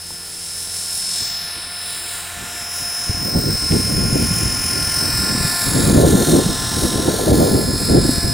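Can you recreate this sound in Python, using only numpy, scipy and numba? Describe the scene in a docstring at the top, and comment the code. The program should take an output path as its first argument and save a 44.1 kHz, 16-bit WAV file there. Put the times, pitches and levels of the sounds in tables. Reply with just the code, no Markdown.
"""An electric model helicopter comes in low over a grass field and passes by. Its gear mesh whines,
tooth errors rattle with every rotor turn, the blades rush and thump, and the tail rotor hums.
The echo off the grass sweeps notches through the sound. Wind rumbles and flutters on the two
microphone ports, building to buffets and slaps; two faint taps sit underneath."""
import sys
import numpy as np
from scipy import signal
from scipy.fft import rfft, irfft, next_fast_len
from scipy.io import wavfile
from scipy.ndimage import uniform_filter1d, minimum_filter1d, map_coordinates
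from numba import njit

SR = 44100
rng = np.random.default_rng(int(sys.argv[2]) if len(sys.argv) > 2 else 0)


def persist_wave(psi):
    """Save psi, clipped to +-1, as 16-bit WAV."""
    counts = np.round(np.clip(psi, -1, 1) * 32767).astype(np.int16)
    wavfile.write(sys.argv[1], SR, np.atleast_2d(counts).T)


N = 367353

# Whine pitch, dropping as the craft passes: t/s, f/Hz
WHINE_PITCH = [(0, 5206), (.45, 5202), (1.1, 5208), (2.0, 5213), (3.5, 5222), (4.8, 5214), (5.45, 5194),
               (6.55, 5155), (7.0, 5132), (7.7, 5111), (8.0, 5103), (8.33, 5105)]
# Whine fader, ahead of the grass echo: t/s, level/dB
WHINE_FADER = [(0.0, -37.5), (0.45, -39.5), (1.1, -29.5), (1.6, -36), (2.0, -33.5), (2.8, -30), (3.6, -27),
               (4.4, -29), (5.0, -27.5), (5.6, -31), (5.85, -36), (6.5, -31.5), (6.9, -29.5), (7.7, -31),
               (8.1, -30.5), (8.33, -31.5)]
# How the craft faces us: t/s, facing (0 nose on, 1 side on, 2 from behind, 3 banking away)
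HEADING = [(2.6, -0.5), (3.6, 0.74), (5.25, 2.06), (5.55, 2.5), (7.95, 2), (8.2, 3.5)]
# Noise faders, ahead of trims: t/s, gear noise level/dB, rush level/dB, gear top-end send/dB
NOISE_FADERS = [(0.0, -39.5, -37.5, -3.5), (1.0, -28.5, -32.5, -11), (1.8, -35, -36, -6),
                (2.0, -31.5, -36, -12.5), (2.44, -33.5, -35, -9.5), (2.76, -30, -36.5, -9),
                (3.29, -31.5, -36, 0), (3.6, -27.5, -37, -7), (4.1, -29, -34, -10), (5.66, -25.5, -30, -12),
                (7.2, -28, -33, -1.5), (7.7, -30.5, -36.5, -15), (8.33, -29.5, -35, -12)]
# EQ of the gear rattle and hiss: f/Hz, gain/dB
GEAR_EQ = [(2000, -12.5), (3400, -8), (3910, -2), (4280, -7.5), (4620, -8), (4930, -21), (5220, 2.5),
           (6290, -8.5), (6830, -2.5), (8440, -1), (9900, 0.5), (10800, -0.5), (12700, -23.5),
           (14700, -6.5), (15700, -10.5)]
# Tones in the rattle: multiple of the rotor rate, relative level/dB for facings 0-2
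GEAR_TONES = [(86, -30, -27, -18), (88, -21, -26, -27), (91, -21, -28, -27), (99, -31, -25, -19),
              (106, -19, -18, -22), (110, -15, -17, -18), (154, -26, -22, -20), (192, -18, -20, -17),
              (194, -28, -25, -17), (198, -18, -16, -19), (221, -17, -19, -21), (232, -20, -13, -22),
              (238, -16, -24, -24), (253, -20, -20, -15), (343, -26, -21, -21)]
# EQ of the blade rush: f/Hz, gain/dB
RUSH_EQ = [(120, -40), (200, -18), (559, -3), (700, -0.5), (1280, -5.5), (1430, -2.5), (2010, -6),
           (4000, -7.5), (5200, -1), (8800, -120)]
# Lag of the bounce off the grass: t/s, delay/ms
ECHO_LAG = [(0, .05), (1.0, .052), (1.3, .1), (1.6, .14), (2.0, .165), (2.36, .192), (2.7, .23),
            (3.1, .245), (3.4, .285), (4.3, .245), (4.9, .258), (5.4, .31), (5.75, .335), (6.1, .385),
            (6.55, .42), (7.2, .39), (7.6, .34), (8.33, .315)]
# Pinion side tone and mesh overtone: multiple of the mesh rate, level/dB re whine for facings 0-2
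WHINE_PARTIALS = [(12 / 11, -19, -19.5, -14), (4, -27, -3, -14)]
# Tail hum: multiple of its blade rate, level/dB re rush fader for facings 0-3
TAIL_PARTIALS = [(2, -8, -13, -19, -5), (3, -17, -10, -12, -10.5), (4, -13, -13, -10.5, -16),
                 (5, -13, -22, -10.5, -10), (6, -31, -15.5, -22.5, -25), (7, -34, -16, -17, -17)]
# Rotor thump and pinion beat: multiple of the rotor rate, level/dB (multiple 11 is the pinion's own turn)
THUMP_PARTIALS = [(2, -48.5), (4, -52.5), (8, -57), (10, -58), (11, -57)]
# Slow wind bed: t/s, rumble level/dB, flutter level/dB re rumble
WIND_BED = [(0.0, -52, 2.5), (2.95, -48.5, 0.5), (3.1, -30.5, -24), (3.4, -24, -16), (3.64, -30, -11),
            (3.94, -17, -18), (4.89, -29.5, -13.5), (5.2, -23, -26), (5.47, -23, -14), (5.59, -37, -14),
            (5.68, -21.5, -10), (5.92, -13, -6.5), (6.14, -12.5, -1.5), (6.25, -28.5, 5.5),
            (6.7, -24.5, -13), (6.87, -24.5, 4), (7.2, -24, 3), (7.3, -19, -2), (7.5, -22, -0.5),
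            (8.33, -32, -31)]
# Faint taps: t/s, f/Hz, level/dB, decay/ms
TAP_CUES = [(.106, 920, -24, 1.6), (3.7212, 2900, -6, .15)]
# Buffets over the bed: t/s, hold/s, rumble level/dB, flutter level/dB re rumble
BUFFET_CUES = [(.88, 0.071, -42, -22), (1.18, 0.12, -39, -22), (2.347, 0.067, -34, -12),
               (2.58, .03, -37.5, -12), (2.797, .05, -34.5, -11), (3.063, 0.012, -22.5, -21),
               (3.324, 0.038, -16.5, -5.5), (3.41, 0.1, -19, -19), (3.682, 0.053, -12, -11),
               (6.263, 0.097, -13, 3), (6.397, 0.15, -20.5, -10), (6.926, 0.054, -25, -13),
               (7.3, .14, -10.5, -5), (7.498, 0.45, -14.5, -5.5), (7.868, 0.29, -10.5, -7.5),
               (8.214, .1, -17, -30)]
# Single slaps of wind: t/s, peak level/dB, f/Hz
SLAP_CUES = [(3.094, -9.5, 99), (3.358, -6.5, 195), (3.708, -14, 147), (4.127, -6.5, 130), (4.31, -9, 170),
             (5.349, -10, 239), (5.448, -10.5, 156), (5.929, -3, 240), (5.974, -3, 151), (6.149, 0, 195),
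             (6.286, -8, 398), (6.462, -6, 181), (6.836, -6.5, 312), (6.957, -7, 277), (7.342, -2, 301),
             (7.513, -5.5, 221), (7.908, -7, 190), (8.029, -11, 184), (8.092, -1, 258), (8.244, -7, 94.2)]

TEETH, TAIL_BLADES = 121, 8.155  # main gear teeth and tail blades passing per rotor turn
NOISE_BOUNCE, TONE_BOUNCE = .72, .8  # share the grass reflects at a grazing angle
TIME = np.arange(N) / SR


def undb(db):
    return 10 ** (np.asarray(db) / 20)


def unit(x):
    return x / np.sqrt(np.mean(x ** 2))


def curves(table):
    """One automation lane per column, ramping between the cue times."""
    times, *columns = np.transpose(table)
    return [np.interp(TIME, times, column) for column in columns]


def cut(x, order, hz, kind="low"):
    """Low-pass or high-pass filter."""
    return signal.sosfilt(signal.butter(order, hz, kind, fs=SR, output="sos"), x)


def equalise(x, points):
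    """EQ through (f/Hz, gain/dB) points; rms 1."""
    hz, db = np.transpose(points)
    size = next_fast_len(N)
    bin_hz = np.arange(size // 2 + 1) * SR / size
    gain = undb(np.interp(np.log(bin_hz + 1), np.log(hz), db))
    return unit(irfft(rfft(x, size) * gain, size)[:N])


@njit
def bandpass(x, hz, width):
    """Sweepable state-variable band-pass; width is 1/Q."""
    out, band, low = np.empty(len(x)), 0., 0.
    for i in range(len(x)):
        g = np.tan(np.pi * hz[i] / SR)
        v = (band + g * (x[i] - low)) / (1 + g * (g + width))
        out[i] = width * v
        band, low = 2 * v - band, low + 2 * g * v
    return out


def drift(rate_hz):
    """Smoothed sample-and-hold modulator; spread near 1."""
    hold = int(SR / rate_hz)
    steps = np.repeat(rng.standard_normal(N // hold + 1), hold)
    return 1.09 * uniform_filter1d(uniform_filter1d(steps, hold), hold)[:N]


def tone(cycles, rms_db):
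    return np.sqrt(2) * undb(rms_db) * np.sin(2 * np.pi * cycles)


def beam_db(facing, levels):
    """Crossfades a partial's levels as the craft turns."""
    return np.interp(facing, np.arange(len(levels)), levels)


def throb_db(turns, facing):
    """Tremolo that peaks at its own spot in the rotor turn, a little more every other turn."""
    angle = 2 * np.pi * (turns + rng.random())
    return (2.5 + 1.4 * np.minimum(facing, 2)) * (np.cos(angle) + .18 * np.cos(angle / 2))


def tooth_rattle(turns, morph_hz=1.6, scatter_db=3.0, knock_db=1.5):
    """Tooth errors come round every turn, some knocking harder; the pattern slowly morphs."""
    count, size = 40, 8192  # one-turn patterns, samples in each
    draws = rng.standard_normal((count, 400, 2))
    harmonics = (draws[..., 0] + 1j * draws[..., 1]) * undb(scatter_db * rng.exponential(size=400))
    knocks = np.repeat(rng.standard_normal((count, 32)), size // 32, axis=1)
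    knocks = uniform_filter1d(knocks, size // 32, axis=1, mode="wrap")
    patterns = np.pad(irfft(harmonics, size) * undb(knock_db * knocks), ((0, 0), (0, 1)), "wrap")
    morph = np.clip(TIME * morph_hz, 0, count - 1)
    return unit(map_coordinates(patterns, [morph, turns % 1 * size], order=1))


def gear_noise(turns, facing, top_db):
    """Rattle, hiss and tones of the gears; the wheel runs out of true, so the noise swells each turn."""
    swell = undb((1.1 + .3 * facing) * np.cos(2 * np.pi * turns) + .8 * np.cos(4 * np.pi * turns))
    gears = swell * equalise(undb(2) * tooth_rattle(turns) + rng.standard_normal(N), GEAR_EQ)
    for multiple, *levels in GEAR_TONES:
        cycles = multiple * turns + rng.random()
        level_db = beam_db(facing, levels) - 1.5 + 2.6 * drift(2.435)
        gears += tone(cycles, level_db + throb_db(turns, facing))
    # at the closest point the low gear band chops once a turn
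    closeness = np.exp(-((TIME - 6.1) / .8) ** 2)
    low_band = bandpass(gears, np.full(N, 4500.), .55)
    gears += .6 * closeness * low_band * (undb(throb_db(turns, facing)) - 1)
    # the top end is beamed and flickers in the moving air
    flicker = undb(2.5 * drift(22) + 3.6 * drift(7))
    top = cut(gears, 4, 11800, "high")
    return gears - top + unit(top * swell * flicker) * undb(top_db)


def blade_rush(turns, facing, nose_cut=.55):
    """Air rushing off the blades with a trace of rattle, duller nose on."""
    rush = equalise(rng.standard_normal(N) + undb(-22) * tooth_rattle(turns), RUSH_EQ)
    return rush - nose_cut * np.clip(1 - facing, 0, 1) * cut(rush, 2, 2200, "high")


def grass_echo(direct, path_ms):
    """The grazing bounce comes back upside down and combs the direct sound."""
    lag_ms = path_ms * (1 + .02 * drift(14))  # rough ground, moving air
    echo = map_coordinates(direct, [np.arange(N) - lag_ms * SR / 1000], order=3)
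    echo = signal.sosfiltfilt(signal.butter(1, 16000, fs=SR, output="sos"), echo)  # grass eats treble
    share = NOISE_BOUNCE - .75 * lag_ms  # steeper paths lose more
    return (direct - share * echo) / np.sqrt(1 + share ** 2)


def grass_db(hz, lag_ms):
    """A tone meets its inverted echo and dips where the lag is a whole number of cycles."""
    phase = 2 * np.pi * hz * lag_ms / 1000
    return 10 * np.log10(1 + TONE_BOUNCE ** 2 - 2 * TONE_BOUNCE * np.cos(phase))


def mesh_whine(turns, facing, mesh_hz, lag_ms):
    """Meshing teeth sing, fluttering once a turn; the 11-tooth pinion adds a side tone above."""
    fader_db = curves(WHINE_FADER)[0]
    cycles = TEETH * turns + .072 * drift(40)
    flutter_db = 1.5 * np.cos(2 * np.pi * turns) + 1.1 * drift(18)
    whine = tone(cycles, fader_db + grass_db(mesh_hz, lag_ms) + flutter_db)
    for multiple, *levels in WHINE_PARTIALS:
        level_db = fader_db + beam_db(facing, levels) + grass_db(multiple * mesh_hz, lag_ms)
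        whine += tone(multiple * cycles, level_db + 2.5 * drift(2.5) + throb_db(turns, facing))
    return whine


def tail_hum(turns, facing, rotor_hz, lag_ms, fader_db):
    """The tail rotor hums on wavering harmonics of its blade rate."""
    cycles = TAIL_BLADES * turns + .057 * drift(14)
    hum = np.zeros(N)
    for multiple, *levels in TAIL_PARTIALS:
        hz = multiple * TAIL_BLADES * rotor_hz
        level_db = fader_db + beam_db(facing, levels) + grass_db(hz, lag_ms)
        waver_db = 1.6 * drift(18) + 1.2 * drift(1.5)
        hum += tone(multiple * cycles + .11 * multiple ** 2, level_db + waver_db)
    return hum


def rotor_thump(turns):
    """The main rotor beats softly on low harmonics of its turn; the 11-tooth pinion, turning eleven times as
    fast, adds a beat of its own."""
    return sum(tone(multiple * turns, db + 3 * drift(14)) for multiple, db in THUMP_PARTIALS)


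def helicopter():
    """Every layer locks to the rotor; scatter off the field adds a little stereo width."""
    mesh_hz, facing, lag_ms = curves(WHINE_PITCH)[0], curves(HEADING)[0], curves(ECHO_LAG)[0]
    gear_db, rush_db, top_db = curves(NOISE_FADERS)
    rotor_hz = mesh_hz / TEETH
    turns = np.cumsum(rotor_hz) / SR
    gears = gear_noise(turns, facing, top_db) * undb(gear_db)
    rush = blade_rush(turns, facing) * undb(rush_db)
    direct = gears * undb(2.5 + 1.17 * drift(14)) + rush * undb(.5 + .5 * drift(8.1))
    combed = grass_echo(direct, lag_ms)
    whine = mesh_whine(turns, facing, mesh_hz, lag_ms)
    mid = combed + whine + tail_hum(turns, facing, rotor_hz, lag_ms, rush_db) + rotor_thump(turns)
    scatter = np.roll(rush + undb(-4) * whine, SR // 30)
    side = undb(-19) * cut(scatter, 2, 5600)
    return np.array([mid + side, mid - side])


def eddies(hz, width, lump_db, side_db, lag_ms):
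    """Lumpy noise round a wandering pitch: eddies hit the left port first and change on the way."""
    centre_hz = np.clip(np.clip(hz, 30, 900) * undb(2 * drift(15)), 20, 3000)
    streams = [bandpass(rng.standard_normal(N), centre_hz, width) for _ in range(2)]
    shared, side = [unit(bandpass(x, centre_hz, width) * undb(lump_db)) for x in streams]
    late = np.interp(TIME - lag_ms / 1000, TIME, shared)
    return np.array([shared + undb(side_db) * side, late - undb(side_db) * side])


def wind(rumble_db, flutter_db, breeze_db=-55):
    """Large eddies rumble, small ones flutter, and a light breeze never stops."""
    lumps = drift(45) + .82 * drift(130)
    rumble_hz = 112 + 1.56 * (rumble_db + 18.5)
    flutter_hz = 254 + 5.4 * (flutter_db + 32)  # stronger gusts shed smaller eddies
    rumble = eddies(rumble_hz, width=2.2, lump_db=2.2 * lumps, side_db=-16, lag_ms=.5)
    flutter = eddies(flutter_hz, width=1.1, lump_db=3.8 * lumps, side_db=-15, lag_ms=.3)
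    breeze = eddies(40, width=1.5, lump_db=2.5 * lumps, side_db=-20, lag_ms=.3)
    return undb(rumble_db) * rumble + undb(flutter_db) * flutter + undb(breeze_db) * breeze


def taps():
    """Each tap is a tight, damped ring."""
    out = np.zeros(N)
    for start, hz, db, decay_ms in TAP_CUES:
        age = np.maximum(TIME - start, 0)
        out += undb(db) * np.sin(2 * np.pi * hz * age) * np.exp(-age * 1000 / decay_ms)
    return out


def buffet_levels(rise_s=.032, fall_s=.031, sag_db_per_s=43.5):
    """Rumble and flutter levels in dB: buffets rise out of the wind bed, sag and fall."""
    bed_db, bed_flutter_db = curves(WIND_BED)
    rumble, flutter = undb(bed_db), undb(bed_db + bed_flutter_db)
    for start, hold_s, db, flutter_db in BUFFET_CUES:
        age = TIME - start
        gate = np.interp(age, np.cumsum([0, rise_s, hold_s, fall_s]), [0, 1, 1, 0])
        envelope = gate ** 2 * undb(db - sag_db_per_s * np.clip(age, 0, 1))
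        rumble = np.hypot(rumble, envelope)
        flutter = np.hypot(flutter, envelope * undb(flutter_db))
    return 20 * np.log10(rumble), 20 * np.log10(flutter)


def slaps():
    """Each slap of wind pushes the microphone membrane through a cycle or two."""
    out = np.zeros(N + SR)
    age = np.arange(SR // 10) / SR
    for start, db, hz in SLAP_CUES:
        push = np.sin(2 * np.pi * hz * age) * np.exp(-age * hz / 1.1)
        onset = int(start * SR)
        out[onset:onset + len(age)] += undb(db) * push / push.max()
    return out[:N]


def scene():
    """The fly-by, with wind filling the low end and the taps in the centre."""
    craft = helicopter()
    air = wind(*buffet_levels()) + slaps()
    return craft + cut(air, 4, 900) + taps()


def record(dry, ceiling=.97, top_hz=15750):
    """A limiter ducks the loudest gusts for a few milliseconds; a steep filter cuts the top."""
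    window = SR // 100
    gain = np.minimum(1, ceiling / np.abs(dry).max(axis=0))
    gain = uniform_filter1d(minimum_filter1d(gain, window), window)
    return signal.sosfilt(signal.ellip(10, .2, 80, top_hz, fs=SR, output="sos"), dry * gain)


dry = scene()
out = record(dry)
persist_wave(out)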